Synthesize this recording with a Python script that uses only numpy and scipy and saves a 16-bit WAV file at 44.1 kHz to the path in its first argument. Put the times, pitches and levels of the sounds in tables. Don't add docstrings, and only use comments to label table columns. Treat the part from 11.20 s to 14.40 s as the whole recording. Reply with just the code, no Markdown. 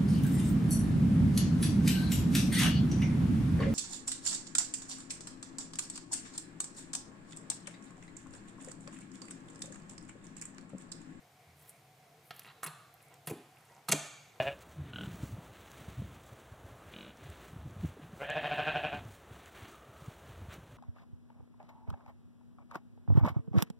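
import sys
import numpy as np
from scipy import signal
from scipy.fft import rfft, irfft
from scipy.io import wavfile
from scipy.ndimage import map_coordinates

SR = 44100
rng = np.random.default_rng(int(sys.argv[2]) if len(sys.argv) > 2 else 0)


def natural_amplitude(level_db):
    exponent = np.asarray(level_db, float) / 20
    return 10 ** exponent


def unload_wav(signal):
    wavfile.write(
        sys.argv[1],
        SR,
        np.round(np.clip(np.atleast_2d(signal).T, -1, 1) * 32767).astype(np.int16),
    )


N = 141120

# f/Hz, density/dB [per Hz]
AIR_SPECTRUM = [(24, -71), (40, -33), (145, -2), (211, -17), (725, -14), (1200, -18), (11600, -31),
                (15300, -30), (16500, -51)]
# f/Hz, width/Hz, level/dB [rms]
DUCT_MODES = [(140, 17, -75), (112, 14, -81), (450, 40, -80), (695, 80, -73), (750, 50, -76),
              (2200, 550, -77)]
# f/Hz, likeness/1
AIR_LIKENESS = [(60, 1.0), (150, 1.0), (380, 0.99), (950, 0.85), (2380, 0.43), (5980, 0.65), (8800, .9),
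                (13000, .6)]
# t/s, level/dB, f/Hz, t60/s
TABLE_THUMPS = [(1.256, -56, 210, .05), (1.462, -45, 156, 0.19), (1.4745, -47, 427, .02),
                (2.0732, -39, 155, .13), (2.08, -43, 320, 0.039), (2.131, -41, 340, .06),
                (2.114, -38, 200, 0.1), (1.452, -46, 300, .04), (2.165, -43, 260, 0.07),
                (2.688, -36, 155, 0.1), (2.696, -33.5, 304, 0.018), (2.701, -35, 211, 0.096),
                (2.724, -35, 149, 0.26), (2.726, -35, 205, .08), (2.735, -36, 432, 0.03),
                (2.742, -28, 288, .06), (.27, -53, 83, 1)]
# t/s, length/s, level/dB [rms],
# f/Hz [centre], width/octave
SLOW_CRACKLES = [(0.35, 0.18, -65, 12600, 0.55), (0.48, 0.031, -57, 10800, 0.31), (.39, 0.13, -70, 1600, 1),
                 (1.031, 0.079, -67.5, 11500, 0.26), (1.13, 0.068, -65, 13000, 0.36),
                 (1.245, 0.088, -61, 1400, .7), (1.24, 0.046, -67.5, 10000, .4),
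                 (1.8, .07, -71.5, 10400, .5), (1.895, 0.07, -64, 750, 1.1), (2.329, 0.3, -70, 1230, 0.69),
                 (2.328, 0.27, -78, 8400, 0.49), (3.141, 0.045, -64.5, 530, 0.86),
                 (2.5, 0.12, -67, 780, .35), (2.095, .12, -52, 260, .4), (2.715, .05, -48, 550, .9),
                 (2.677, .016, -58, 7000, 1),
    (2.058, .02, -58, 10500, .4),
    (1.4275, .008, -52, 4000, 1.3),
    (1.112, .11, -65, 2300, .6),
    (1.244, .08, -66, 4000, .15),
]
# t/s, level/dB [peak], f/Hz
CELL_TICKS = [(.4795, -47, 12000), (.495, -34, 9200), (1.141, -54, 10000), (1.152, -54, 11000),
              (1.165, -37, 11900), (1.181, -52, 12000), (1.1952, -29, 11600), (1.234, -44, 9150),
              (1.741, -39.5, 12830), (1.827, -44, 10500), (1.855, -55, 7600), (1.884, -49, 9050),
              (1.941, -43, 8100), (1.9415, -51, 5500), (1.941, -44, 14000), (2.386, -51, 10700),
              (2.55, -49, 7060), (2.371, -51, 2550), (1.805, -53, 2460)]
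# t/s, level/dB
# [peak], f/Hz, t60/s
FILM_SNAPS = [(1.1075, -30, 2900, .002), (1.1077, -40, 800, .008), (1.109, -33, 1600, .006),
              (1.1938, -35, 4500, .0012), (1.163, -46, 7000, .0012), (1.2195, -44, 2600, .004),
              (1.222, -47, 11000, .001), (1.2478, -37, 2300, .003), (1.2555, -42, 2700, .004),
              (1.2655, -39, 1900, .003), (1.277, -42, 2800, .004), (1.2815, -43, 1400, .005),
              (1.288, -44, 2500, .004), (1.301, -45, 2700, .004), (1.313, -46, 1500, .005),
              (1.4298, -42, 1500, .003), (1.4324, -26, 1400, .008), (1.4325, -34, 3900, .002),
              (1.4745, -39, 4100, .009), (1.481, -43, 4150, .014), (2.0745, -33, 1850, .007),
              (2.0735, -35, 2900, .005), (2.075, -36, 4500, .005), (2.075, -35, 650, .012),
              (2.082, -36, 700, .012), (2.1126, -24, 270, .009), (2.1216, -29, 290, .02),
              (2.315, -50, 8500, .0008), (2.362, -50, 10000, .001), (2.409, -47, 10000, .0008),
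              (2.4535, -48, 10200, .001), (2.489, -53, 6500, .0015), (2.521, -51, 5000, .0015),
              (2.543, -52, 9000, .001), (2.566, -49, 6200, .0015), (2.58, -48, 800, .012),
              (2.512, -50, 700, .012), (2.6965, -29, 600, .008), (2.7065, -38, 10800, .002),
              (2.7163, -27, 2800, .003), (2.7285, -24, 680, .008), (2.7332, -25, 480, .009)]
# t/s, level/dB [rms], length/s, f/Hz [centre], width/octave
FILM_TEARS = [(1.1085, -50, .011, 2000, .8), (1.108, -56, .004, 12500, 0.3),
              (1.4316, -35, 0.0031, 8800, 0.58), (1.4336, -45, .022, 1500, .5),
              (1.437, -43, 0.013, 11200, 0.62), (1.4625, -42, .012, 10100, .44),
              (1.461, -46, 0.025, 1150, 1.1), (2.0706, -42.5, 0.016, 10800, .4),
              (2.072, -47, 0.02, 2000, 1.0), (2.096, -46.5, .016, 9200, 0.62), (2.097, -46, .02, 420, .7),
              (2.6865, -34.5, .009, 8600, 0.5), (2.6851, -37.5, 0.022, 1770, 1.14),
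              (2.7162, -27, .0034, 7500, .55), (2.7193, -24, 0.0085, 7200, 0.43),
              (2.72, -27.5, 0.013, 1620, 1.37), (1.194, -46, 0.0016, 11500, 0.53),
              (1.1946, -51.5, .003, 3500, 0.82)]
# t/s, level/dB,
# f/Hz [cavity or tone], t60/s
CAVITY_POPS = [(1.1105, -41, 1415, 0.012), (1.11, -43, 673, 0.027), (1.434, -26, 1200, .011),
               (1.4405, -33, 1450, .01), (1.109, -39, 4200, 0.0092), (1.4413, -27, 10300, .006),
               (1.4433, -30, 9900, .005), (1.4432, -37, 4050, 0.006), (1.448, -29, 9700, .005),
               (1.4515, -41, 9700, .005), (2.0734, -28.5, 10480, .005), (2.102, -37.5, 2400, 0.011),
               (2.11, -41, 2420, 0.013), (2.6871, -26, 1230, .024), (2.687, -32, 4170, .02),
               (2.7206, -21, 2320, .03), (2.7207, -21, 6300, .016), (2.7235, -22, 9800, .01),
               (2.7235, -26, 655, .045), (2.7215, -28, 3340, .02), (2.722, -30, 4570, .025),
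               (2.7225, -32, 7400, .02), (2.6895, -28, 9600, .006)]
# f/Hz, t60/s
ROOM_T60 = [(150, 0.44), (500, 0.51), (1200, 0.83), (3000, 0.95), (6000, 0.77), (9000, 0.62), (14000, 0.34)]
# f/Hz, likeness/1
ROOM_LIKENESS = [(60, 1.0), (150, 1.0), (620, 1), (950, 0.83), (2380, 0.7), (5980, 0.95), (15000, 0.81)]
# f/Hz, level/dB
ROOM_TONE = [(100, -7), (550, 1), (1050, 3.5), (2400, -3), (3600, 1), (5300, -5), (6800, -.5), (10000, -4)]
# f/Hz, level/dB
PORT_LEAN = [(500, 0), (1200, -1.1), (3000, -1.1), (6000, -.2), (14000, .3)]
# f/Hz, phase/rad
PORT_LEAD = [(600, 0), (1500, .3), (2800, .2), (5000, 0.26), (10000, 0.062), (14200, -0.46)]


def evened(x):
    return x / np.sqrt(np.mean(x ** 2) + 1e-20)


def read(points, hz):
    f, value = np.transpose(points)
    return np.interp(np.log(hz + 1), np.log(f + 1), value)


def add(mix, s, sound):
    part = mix[round(s * SR):][:len(sound)]
    part += sound[:len(part)]


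def shaped(x, gain):
    spectrum = rfft(x)
    hz = np.fft.rfftfreq(x.shape[-1], 1 / SR)
    return irfft(spectrum * gain(hz), x.shape[-1])


def pair(a, b, likeness):
    def middle(hz):
        return np.sqrt(np.clip((1 + read(likeness, hz)) / 2, 0, 1))

    mid = shaped(a, middle)
    side = shaped(b, lambda hz: np.sqrt(1 - middle(hz) ** 2))
    return np.array([mid + side, mid - side])


def ring(db, hz, t60, glide=0.057, rise=2):
    t = np.arange(round(t60 * SR)) / SR
    turns = hz * (t + glide * t ** 2 / t60)
    onset = np.minimum(t * hz * rise, 1)
    return natural_amplitude(db - 60 * t / t60) * np.sin(2 * np.pi * turns) * onset


def crackle(hz, octaves, per_s, spread_db, count=5):
    chance, size, sign = rng.random((16384, count, 3)).T
    struck = chance < per_s / count / SR
    snaps = struck * natural_amplitude(-spread_db * np.log(size + 0.015)) * np.sign(sign - .5)
    steps = np.linspace(-1.6, 1.6, count)[:, None]

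    def bell(f):
        offset = np.log2((f + 1) / hz) / octaves - steps
        return np.exp(-.5 * (offset / .5) ** 2 - .5 * steps ** 2)

    return evened(shaped(snaps, bell).sum(0))


def hum():
    hum_db, waver_db, waver_hz = -64.5, 3.5, 7.
    a, b = rng.standard_normal((2, N))
    flow = shaped(pair(a, b, AIR_LIKENESS), lambda hz: natural_amplitude(read(AIR_SPECTRUM, hz)))
    air = natural_amplitude(hum_db) * evened(flow)
    for centre_hz, width_hz, db in DUCT_MODES:
        c, d, slow = rng.standard_normal((3, N))
        duct = shaped(pair(c, d, AIR_LIKENESS), lambda f: 1 / (1 + (2 * (f - centre_hz) / width_hz) ** 2))
        waver = evened(shaped(slow, lambda f: np.exp(-(f / waver_hz) ** 2)))
        air = air + natural_amplitude(db + waver_db * waver) * evened(duct)
    return air


def thumps():
    out = np.zeros(N)
    for s, db, hz, t60 in TABLE_THUMPS:
        add(out, s, ring(db, hz, t60, glide=-0.019))
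    return out


def squeezes_and_stretches():
    out, t = np.zeros(N), np.arange(16384) / SR
    for s, length, db, hz, octaves in SLOW_CRACKLES:
        swell = np.sin(np.pi * np.clip(t / length, 0, 1) ** 1.05) ** 0.59 * (t < length)
        fizz = crackle(hz, octaves, per_s=3000., spread_db=4.2)
        add(out, s, natural_amplitude(db) * swell * fizz)
    return out


def ticks():
    decay_cycles, boost_db = 2.5, 1.5
    out = np.zeros(N)
    for s, db, hz in CELL_TICKS:
        add(out, s, ring(db + boost_db, hz, decay_cycles * np.log(1000) / hz))
    return out


def snaps():
    out = np.zeros(N)
    for s, db, hz, t60 in FILM_SNAPS:
        add(out, s, ring(db, hz, t60, rise=8.))
    return out


def tears():
    sag_db, tail_s = -5, 0.0016
    out, t = np.zeros(N), np.arange(16384) / SR
    for s, db, length, hz, octaves in FILM_TEARS:
        onset = np.minimum(t / 0.0002, 1)
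        sag = natural_amplitude(sag_db * np.minimum(t / length, 1))
        tail = np.exp(-np.maximum(t - length, 0) / tail_s)
        clicks = crackle(hz, octaves, per_s=12000., spread_db=3.)
        add(out, s, natural_amplitude(db) * onset * sag * tail * clicks)
    return out


def pops():
    out = np.zeros(N)
    for s, db, hz, t60 in CAVITY_POPS:
        add(out, s, ring(db, hz, t60))
    return out


def room(x):
    near_db, near_t60_s, room_db = -6.5, 0.03, -9.5
    stir_s, stir_hz = .00012, (7.3, 11.9, 18.1)
    seconds = np.arange(SR) / SR
    taps = rng.standard_normal((4, SR))

    hz, t, z = signal.stft(taps[:2], SR, nperseg=256)
    decay_db = -60 * t / read(ROOM_T60, hz)[:, None]
    z = z * natural_amplitude(read(ROOM_TONE, hz)[:, None] + decay_db)
    tail = signal.istft(z, SR, nperseg=256)[1][:, :SR]
    tail = tail * np.minimum(seconds / 0.004, 1)
    tail = pair(*(tail / np.linalg.norm(tail[0])), ROOM_LIKENESS)

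    sparse = rng.random((2, SR)) < .06
    echoes = taps[2:] * sparse * natural_amplitude(-60 * seconds / near_t60_s)
    echoes = natural_amplitude(near_db) * pair(*echoes, ROOM_LIKENESS) / np.linalg.norm(echoes[0])

    near = signal.fftconvolve(x[None], echoes, axes=1)[:, :N]
    far = signal.fftconvolve(x[None], natural_amplitude(room_db) * tail, axes=1)[:, :N]
    stir = sum(np.sin(2 * np.pi * f * np.arange(N) / SR) for f in stir_hz)
    at = np.arange(N) + stir_s * SR * stir
    return near + np.array([map_coordinates(v, [at], order=3, mode="nearest") for v in far])


def scene():
    slime = thumps() + squeezes_and_stretches() + ticks() + snaps() + tears() + pops()
    low_cut = signal.butter(2, 122, "high", fs=SR, output="sos")
    direct = signal.sosfilt(low_cut, slime)
    wet = direct + room(direct)

    def skew(f):
        return natural_amplitude(read(PORT_LEAN, f) / 2) * np.exp(.5j * read(PORT_LEAD, f))

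    left = shaped(wet[0], skew)
    right = shaped(wet[1], lambda f: 1 / skew(f))
    return np.array([left, right]) + hum()


def roll_off(x):
    return signal.sosfilt(signal.butter(12, 16500, fs=SR, output="sos"), x)


def record(dry):
    top_cut_hz = 15200
    mix = shaped(dry, lambda f: 1 / np.sqrt(1 + (f / top_cut_hz) ** 70))
    return roll_off(mix)


dry = scene()
out = record(dry)
unload_wav(out)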